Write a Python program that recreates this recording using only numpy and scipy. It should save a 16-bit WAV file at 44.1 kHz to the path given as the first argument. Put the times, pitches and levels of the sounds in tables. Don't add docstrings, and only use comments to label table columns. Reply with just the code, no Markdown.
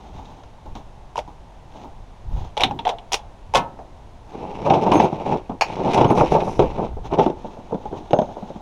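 import sys
import numpy as np
from scipy import signal
from scipy.fft import rfft, irfft, next_fast_len
from scipy.io import wavfile
from scipy.ndimage import map_coordinates

SR = 44100
rng = np.random.default_rng(int(sys.argv[2]) if len(sys.argv) > 2 else 0)


def wav_record(signal):
    frames = np.transpose(np.atleast_2d(signal))
    bounded = np.clip(frames, -1, 1)
    quanta = np.round(bounded * 32767).astype(np.int16)
    wavfile.write(sys.argv[1], SR, quanta)


N = 379701
TIME = np.arange(N) / SR
AGE = TIME[:SR // 2]
AT_SHELL_S, GRIPPED_S = 2, 7.05


def amp(db):
    return 10 ** (np.asarray(db) / 20)


def unit(x):
    return x / np.sqrt(np.mean(x ** 2) + 1e-20)


def onset_unit(sound):
    return sound / np.std(sound[:SR // 100])


def fade(t60):
    return amp(-60 * AGE / t60)


def wobble(rate):
    knots = rng.standard_normal(int(N * rate / SR) + 4)
    return map_coordinates(knots, [TIME * rate])


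def swells(rows):
    return sum(amp(db) * np.exp(-((TIME - s) / length) ** 2) for s, db, length in rows)


def add(track, s, sound):
    part = track[max(round(s * SR), 0):][:len(sound)]
    part += sound[:len(part)]


def colour(x, points, peak_hz=700, peak_db=0, width_hz=70):
    m = 2 * next_fast_len(len(x) // 2 + 4096)
    f = np.fft.rfftfreq(m, 1 / SR)
    hz, db = np.transpose(points)
    gain_db = np.interp(np.log(f + 1), np.log(hz), db)
    gain_db = gain_db + peak_db / (1 + ((f - peak_hz) / width_hz) ** 2)
    cepstrum = irfft(np.log(amp(gain_db)), m)
    cepstrum[1:m // 2] *= 2
    cepstrum[m // 2 + 1:] = 0
    return irfft(rfft(x, m) * np.exp(rfft(cepstrum)), m)[:len(x)]


def rush(points):
    return unit(colour(rng.standard_normal(N), points))


def blow(points, t60, tail_db, tail_t60, snap, **tone):
    envelope = fade(t60) + amp(tail_db) * fade(tail_t60) + snap / 5 * fade(.008)
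    force = rng.standard_normal(len(AGE)) * envelope
    force[0] += snap
    return onset_unit(colour(force, points, **tone))


def ring(modes, blur_hz=0):
    chance = rng.standard_normal((len(modes), 2))
    steps = rng.standard_normal((len(modes), len(AGE)))
    drift = np.cumsum(steps, axis=1) * np.sqrt(2 * np.pi * abs(blur_hz) / SR)
    tones = 0
    for (hz, db, t60), (extra_db, turn), phase in zip(modes, chance, drift):
        tone = np.sin(2 * np.pi * hz * AGE + np.pi * turn + phase)
        tones = tones + amp(db + extra_db) * fade(t60) * tone
    return tones * (1 - fade(0.0059))


def slips(rate):
    happens = rng.random(N) < rate / SR
    size = amp(4 * np.clip(rng.standard_normal(N), -2, 2))
    return happens * size * rng.choice([-1, 1], N)


def resonances(rows):
    response = 0
    for k, (hz, width, db) in enumerate(rows):
        decay = width * np.exp(-np.pi * width * AGE)
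        response = response + amp(db) * decay * np.cos(2 * np.pi * hz * AGE) * (-1) ** k
    return response


# frequency in Hz, relative level in dB per Hz.
STREET = [(50, -1.5), (110, 5.5), (450, -1), (900, 4), (1250, -9.5), (1800, -14), (3700, -17),
          (4600, -22.5), (6400, -23), (7800, -30), (10000, -32), (14000, -46.5)]
BUFFET = [(15, -3), (30, -3), (55, -4.5), (110, -12), (200, -25), (500, -76)]
# centre in seconds, level in dB, 1/e half-length in seconds.
GUSTS = [(0.12, -42, 0.083), (0.7, -40, 0.037), (2.35, -26.5, 0.074), (6.25, -39.5, 0.42),
         (6.68, -33, 0.33)]
STREET_DB, BREEZE_DB = -48.5, -42


def outdoors():
    street = amp(STREET_DB + 0.11 * wobble(15.0)) * rush(STREET)
    flutter = amp(2.2 * wobble(8.2))
    return street + flutter * (amp(BREEZE_DB) + swells(GUSTS)) * rush(BUFFET)


# sole contact in seconds, thud in dB, grit in dB.
STEPS = [(0.19, -39, -68), (0.753, -35, -42.5), (1.277, -37, -52.5), (1.844, -37.5, -70)]
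# start in seconds, level in dB, pitch in Hz.
CRACKLES = [(0.254, -51, 3770), (0.435, -46, 990)]
# frequency in Hz, relative level in dB.
SHOE = [(40, -19.5), (100, 4), (300, 2), (550, -5), (850, 6), (1300, -16), (2500, -46.5)]
GRIT = [(900, 6.5), (1800, -1.5), (3700, 3), (4700, -8), (6500, -4), (8000, -23.5), (15000, -52)]
HEEL_LEAD_S, HEEL_DB = 0.096, -6


def footsteps():
    out = np.zeros(N)
    for s, thud_db, grit_db in STEPS:
        for at, db in [(s - HEEL_LEAD_S, HEEL_DB), (s, 0)]:
            thud = blow(SHOE, t60=.2, tail_db=-12, tail_t60=.45, snap=2)
            grit = blow(GRIT, t60=0.17, tail_db=-14, tail_t60=0.48, snap=8.7)
            add(out, at, amp(thud_db + db) * thud)
            add(out, at, amp(grit_db + 2 * db) * grit)
    for s, db, hz in CRACKLES:
        crackle = blow(GRIT, t60=.04, tail_db=-20, tail_t60=.2, snap=2,
                       peak_hz=hz, peak_db=14, width_hz=250)
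        add(out, s, amp(db) * crackle)
    return out


# centre in seconds, thread level in dB, 1/e half-length in seconds.
RUSTLES = [(0.2, -55.5, 0.27), (1.8, -53, 0.084), (2.422, -50, 0.084), (2.451, -49, 0.0043),
           (4.314, -53.5, 0.039), (7.063, -43, 0.019), (7.237, -54, 0.029), (7.45, -55, 0.1),
           (7.972, -51, 0.025), (8.35, -55.5, 0.81)]


def rustles():
    threads = unit(colour(slips(rate=2500), GRIT))
    rub = unit(colour(slips(rate=900), SHOE))
    return swells(RUSTLES) * amp(2.55 * wobble(40)) * (threads + amp(10.5) * rub)


# frequency in Hz, relative level in dB.
PANEL = [(60, -27.5), (270, -20), (460, -3), (560, -3), (730, 1), (920, 0.5), (1200, -15), (1700, -21),
         (3000, -65.5)]
LATCH = [(250, -3.5), (900, 1.5), (1700, -5), (2500, 4), (3400, 4), (4200, -3), (5500, -60.5)]
SIZZLE = [(3000, -44), (4600, 1), (5800, 4.5), (6800, -3.5), (8000, -11), (10000, -13), (13000, -26),
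          (15500, -26)]
NEAR_ECHO_DB, FAR_ECHO_DB = -9, -37


def contact(s, panel_db, pitch_hz, clack_db, sizzle_db):
    echo_db = NEAR_ECHO_DB if s > AT_SHELL_S else FAR_ECHO_DB
    panel = blow(PANEL, t60=0.091, tail_db=echo_db, tail_t60=0.4, snap=10.7,
                 peak_hz=pitch_hz, peak_db=9.5, width_hz=68)
    clack = blow(LATCH, t60=0.04, tail_db=-14, tail_t60=0.16, snap=5,
                 peak_hz=rng.uniform(1900, 3800), peak_db=6, width_hz=150)
    sizzle = blow(SIZZLE, t60=0.062, tail_db=-10.5, tail_t60=0.13, snap=4.03)
    return amp(panel_db) * panel + amp(clack_db) * clack + amp(sizzle_db) * sizzle


# start in seconds, panel in dB, panel pitch in Hz, clack in dB, sizzle in dB.
CLACKS = [(1.157, -26.5, 1020, -45.5, -51), (1.169, -39, 920, -38.5, -51), (1.178, -20.5, 628, -40, -41),
          (1.189, -40, 710, -34, -46), (2.569, -24.5, 815, -35, -45), (2.576, -22.5, 867, -26.5, -41.5),
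          (2.598, -22, 800, -32, -49.5), (2.607, -29, 710, -22.5, -33.5), (2.616, -19, 850, -24.5, -42),
          (2.635, -20, 780, -11, -31.5), (2.71, -23, 817, -43, -54.5), (2.79, -27, 930, -31.5, -53),
          (2.852, -23, 690, -30.5, -49), (2.869, -14.5, 740, -33, -57), (2.877, -24, 454, -34, -44.5),
          (2.891, -19.5, 720, -26.5, -39.5), (2.985, -45, 770, -41.5, -62), (3.119, -28, 940, -31, -44),
          (3.123, -36, 790, -35, -28.5), (3.132, -26.5, 706, -23, -23.5), (3.142, -24, 800, -19.5, -25.5),
          (3.538, -16.5, 880, -33, -38.5), (3.548, -16, 513, -24, -30.5), (3.555, -15, 944, -22.5, -26),
          (3.571, -18.5, 910, -26, -32.5), (3.79, -34.5, 670, -62, -68), (5.61, -23, 620, -30, -37.5),
          (5.619, -17.5, 880, -32, -40), (5.934, -36, 870, -30, -39.5), (5.944, -22, 890, -28.5, -36)]
# start in seconds, level in dB.
BOOMS = [(2.645, -26), (2.695, -34.5), (2.742, -34.5), (3.553, -35)]
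# frequency in Hz, relative level in dB.
SHELL = [(40, -9), (110, 8.5), (190, 10.5), (290, 9), (420, 2), (700, -49)]
# start in seconds, level in dB.
DOOR_STOP = [(3.552, -19)]
# frequency in Hz, level in dB, t60 in seconds.
DOOR_MODES = [(447, -8, 0.078), (540, -17.5, 0.82), (704, -5, 0.38), (830, -3, 0.089), (1100, 5.5, 0.18),
              (1298, -10.5, 0.4), (1396, -10, 0.2), (1496, -7.5, 0.21), (1740, -9.5, 0.23),
              (2100, -5, 0.16), (2560, -3, .15)]
SKIN_DB = -22.5


def door():
    out = np.zeros(N)
    for s, *sound in CLACKS:
        add(out, s, contact(s, *sound))
    for s, db in BOOMS:
        add(out, s, amp(db) * blow(SHELL, t60=0.22, tail_db=-12.0, tail_t60=1.0, snap=0.89))
    for s, db in DOOR_STOP:
        add(out, s, amp(db) * ring(DOOR_MODES, blur_hz=9))
        wash = blow(LATCH, t60=0.15, tail_db=-24, tail_t60=0.19, snap=0)
        add(out, s, amp(SKIN_DB) * wash)
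    return out


# start in seconds,
# length in seconds, shudder at start in dB, shudder at end in dB, scrape in dB.
PULLS = [(4.352, 0.47, -30.5, -29.5, -49.5), (4.657, 0.4, -19.5, -16, -39.5),
         (5.112, 0.11, -28, -28.5, -48.5), (5.26, .05, -23.5, -20, -44.5), (5.32, 0.028, -14, -16.5, -40.5),
         (5.666, 0.16, -30, -25, -43), (5.802, 0.23, -20, -14.5, -40), (6.101, 0.12, -16, -19.5, -37.5),
         (6.25, .06, -31, -33, -40), (6.31, 0.059, -20, -18, -37), (6.413, 0.069, -20.5, -20, -42),
         (6.514, 0.34, -28.5, -34.5, -49), (6.794, 0.08, -21, -27, -55),
         (7.126, 0.011, -20.5, -19.5, -44.5), (7.187, 0.031, -12.5, -19, -40),
         (7.225, 0.015, -26, -29, -38)]
PULL_ATTACK_DB_PER_S, PULL_RELEASE_DB_PER_S = 601, 279
SCRAPE_FADE = 0.81
SHIFT_DB, SHIFT_SCRAPE_DB = -44, -67.5


def sliding_db():
    early = PULL_ATTACK_DB_PER_S * np.maximum(GRIPPED_S - TIME, 0)
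    shudder, scrape = [SHIFT_DB - early], [SHIFT_SCRAPE_DB - early]
    for s, length, start_db, end_db, scrape_db in PULLS:
        attack = PULL_ATTACK_DB_PER_S * np.maximum(s - TIME, 0)
        release = PULL_RELEASE_DB_PER_S * np.maximum(TIME - s - length, 0)
        fall = attack + release
        shudder.append(np.interp(TIME, [s, s + length], [start_db, end_db]) - fall)
        scrape.append(scrape_db - SCRAPE_FADE * fall)
    return np.max(shudder, axis=0), np.max(scrape, axis=0)


SCUFF_HZ = [2680, 3880, 5480]
# frequency in Hz, relative level in dB.
PLASTIC = [(900, -0.5), (1750, -4), (2300, 4), (2900, -0.5), (3700, -4), (4600, -12), (6000, -10.5),
           (7800, -24.5), (9700, -27.5), (12300, -35.5), (15000, -52.5)]


def scuffs():
    bands = []
    for hz in SCUFF_HZ:
        swell = amp(3.8 * wobble(45))
        bands.append(swell * colour(slips(rate=800), PLASTIC, peak_hz=hz, peak_db=7, width_hz=300))
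    return unit(sum(bands))


# frequency in Hz, width in Hz, level in dB.
HOLLOW = [(182.5, 30, 1), (348, 226, 0), (903, 103, -3.5)]
# frequency in Hz, relative level in dB.
CASE = [(40, -26.5), (100, -6), (170, 0), (260, -5), (400, -2.5), (600, -4.5), (900, -1.5), (1150, -15),
        (1450, -24.5), (2000, -43), (4000, -75)]
# centre in seconds, level in dB, 1/e half-length in seconds.
HISSES = [(6.19, -46.5, 0.039), (6.33, -49, 0.027), (6.5, -53, 0.11)]
# frequency in Hz, relative level in dB.
EDGE = [(3000, -14), (5800, 11), (7800, -6), (10000, -2.5), (12500, -13), (14500, -39)]


def drag():
    shudder, scrape = amp(sliding_db())
    boom = signal.fftconvolve(slips(rate=450), resonances(HOLLOW))[:N]
    boom = unit(colour(boom, CASE))
    shake = unit(colour(slips(rate=380), CASE))
    hiss = swells(HISSES) * unit(colour(slips(rate=4900), EDGE))
    grip = amp(1.8 * wobble(45))
    judder = grip * shudder * (amp(-5.5) * boom + amp(-4.5) * shake)
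    return judder + np.sqrt(grip) * scrape * scuffs() + hiss


# frequency in Hz, relative level in dB.
CARRIED = [(60, -26.5), (170, -0.5), (300, -3), (480, -2.5), (640, -3.5), (880, 0), (1100, -17.5),
           (1500, -24.5), (2500, -78)]
MUFFLED = [(900, -3), (1750, -3.5), (2800, -5.5), (3700, -1.5), (4600, -17), (6000, -11.5), (7800, -27),
           (10000, -33.5), (15000, -63)]


def knock(s, thump_db, pitch_hz, click_db):
    if s < GRIPPED_S:
        thump = blow(CASE, t60=0.11, tail_db=-7.5, tail_t60=0.25, snap=6.4,
                     peak_hz=pitch_hz, peak_db=8.5)
        click = blow(PLASTIC, t60=0.07, tail_db=-15, tail_t60=0.3, snap=2,
                     peak_hz=rng.uniform(2200, 3400), peak_db=5, width_hz=160)
    else:
        thump = blow(CARRIED, t60=0.051, tail_db=-13, tail_t60=0.26, snap=0.8,
                     peak_hz=pitch_hz, peak_db=10)
        click = blow(MUFFLED, t60=0.03, tail_db=-22.5, tail_t60=0.29, snap=1.5,
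                     peak_hz=rng.uniform(2600, 3500), peak_db=10, width_hz=130)
    return amp(thump_db) * thump + amp(click_db) * click


# start in seconds, thump in dB, wall pitch in Hz, click in dB.
KNOCKS = [(4.663, -16.5, 584, -39), (4.704, -7.5, 763, -44), (4.74, -14, 710, -38),
          (4.866, -16.5, 720, -44), (4.917, -9.5, 1027, -26.5), (4.955, -8.5, 337, -29.5),
          (5.0, -7.5, 758, -26), (5.128, -19.5, 187, -52), (5.262, -25, 170, -41), (5.495, -23, 260, -50),
          (5.975, -12.5, 895, -28.5), (6.012, -9.5, 390, -44), (6.046, -11, 178, -35),
          (6.104, -10, 377, -51.5), (6.15, -21, 684, -50), (6.175, -14, 880, -37),
          (6.209, -10.5, 472, -33.5), (6.235, -16.5, 503, -46), (6.32, -11, 403, -40),
          (6.35, -11.5, 604, -41), (6.593, -8, 407, -32), (6.624, -19, 505, -39), (6.783, -24, 181, -49),
          (6.968, -31, 468, -76), (7.138, -21, 920, -40), (7.186, -11, 440, -40), (7.193, -12, 500, -41),
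          (7.203, -15.5, 844, -41), (7.262, -11.5, 343, -38), (7.3, -20.5, 390, -47),
          (7.722, -20, 468, -56), (7.744, -22, 232, -51), (7.855, -26, 840, -51), (7.926, -24.5, 333, -63),
          (8.108, -24, 350, -40.5), (8.132, -8.5, 593, -29), (8.164, -26, 560, -54),
          (8.188, -11.5, 637, -35.5), (8.217, -17.5, 610, -44), (8.424, -29, 226, -72),
          (8.501, -30, 585, -70), (8.556, -30, 229, -70)]
REBOUND_S, REBOUND_DB = .02, -9.5


def knocks():
    out = np.zeros(N)
    for s, *sound in KNOCKS:
        add(out, s, knock(s, *sound))
        if s < GRIPPED_S:
            rebound_s = s + REBOUND_S * rng.uniform(.7, 1.3)
            add(out, rebound_s, amp(REBOUND_DB) * knock(s, *sound))
    return out


# start in seconds, level in dB.
TICKS = [(4.7, -26.5), (4.737, -30), (4.92, -29), (4.995, -32), (5.978, -38.5), (6.012, -31),
         (6.044, -32.5), (6.321, -43), (6.404, -35), (6.595, -34), (7.19, -32)]
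# frequency in Hz, relative level in dB.
TICK = [(700, 0), (1300, 3.5), (1800, 0), (2500, 11.5), (3700, 4.5), (4600, -12.5), (5800, -2), (7500, -30),
        (15000, -43)]
# start in seconds, level in dB.
BUMPS = [(5.61, -16.5), (5.935, -31)]
# frequency in Hz, width in Hz, level in dB.
FITTING = [(860, 90, 5), (2490, 254, -2), (3120, 170, -13.5), (4380, 250, -10), (5520, 420, -16.5),
           (6640, 230, -19.5)]


def ticks():
    out = np.zeros(N)
    for s, db in TICKS:
        add(out, s, amp(db) * blow(TICK, t60=0.067, tail_db=-12.5, tail_t60=0.14, snap=1.6))
    for s, db in BUMPS:
        chatter = rng.standard_normal(len(AGE)) * fade(0.12)
        rattle = signal.fftconvolve(chatter, resonances(FITTING))
        add(out, s, amp(db) * onset_unit(rattle))
    return out


# start in seconds, level in dB, upper modes in dB re level, free ringing in seconds.
CHIMES = [(4.935, -40, -2, .05), (4.965, -44, -3, .02), (5.031, -46, -4, .022), (6.078, -45, -12, .04),
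          (6.105, -47, 3, .02), (8.108, -53, -25, .29), (8.137, -47, -20, .1)]
# frequency in Hz, level in dB, t60 in seconds.
SOCKET = [(6385, 0, .75)]
SOCKET_BRIGHT = [(9430, -0.5, 0.12), (12170, -13, 0.18)]
STOP_DB_PER_S = 550


def steel():
    out = np.zeros(N)
    for s, db, bright_db, free_s in CHIMES:
        stopped_db = STOP_DB_PER_S * np.maximum(AGE - free_s, 0)
        tone = ring(SOCKET) + amp(bright_db) * ring(SOCKET_BRIGHT, blur_hz=70)
        add(out, s, amp(db - stopped_db) * tone)
    return out


JOSTLE_PER_S, JOSTLE_DB, JOSTLE_SPREAD_DB = 7.6, -35, 3.5


def jostle():
    out = np.zeros(N)
    for s in np.arange(GRIPPED_S, N / SR, 1 / JOSTLE_PER_S):
        bump = blow(CARRIED, t60=0.11, tail_db=-10, tail_t60=0.35, snap=2.5,
                    peak_hz=rng.uniform(180, 800), peak_db=7)
        at = s + rng.random() / JOSTLE_PER_S
        add(out, at, amp(JOSTLE_DB + JOSTLE_SPREAD_DB * rng.standard_normal()) * bump)
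    return out


def scene():
    approach = outdoors() + footsteps() + rustles() + door()
    case = drag() + knocks() + ticks() + steel() + jostle()
    return (approach + case)[None]


TOP_HZ = 15800


def record(dry):
    held = dry / (1 + np.abs(dry) ** 6) ** (1 / 6)
    m = next_fast_len(N + SR // 2)
    passed = np.fft.rfftfreq(m, 1 / SR) < TOP_HZ
    return irfft(rfft(held, m) * passed, m)[..., :N]


dry = scene()
out = record(dry)
wav_record(out)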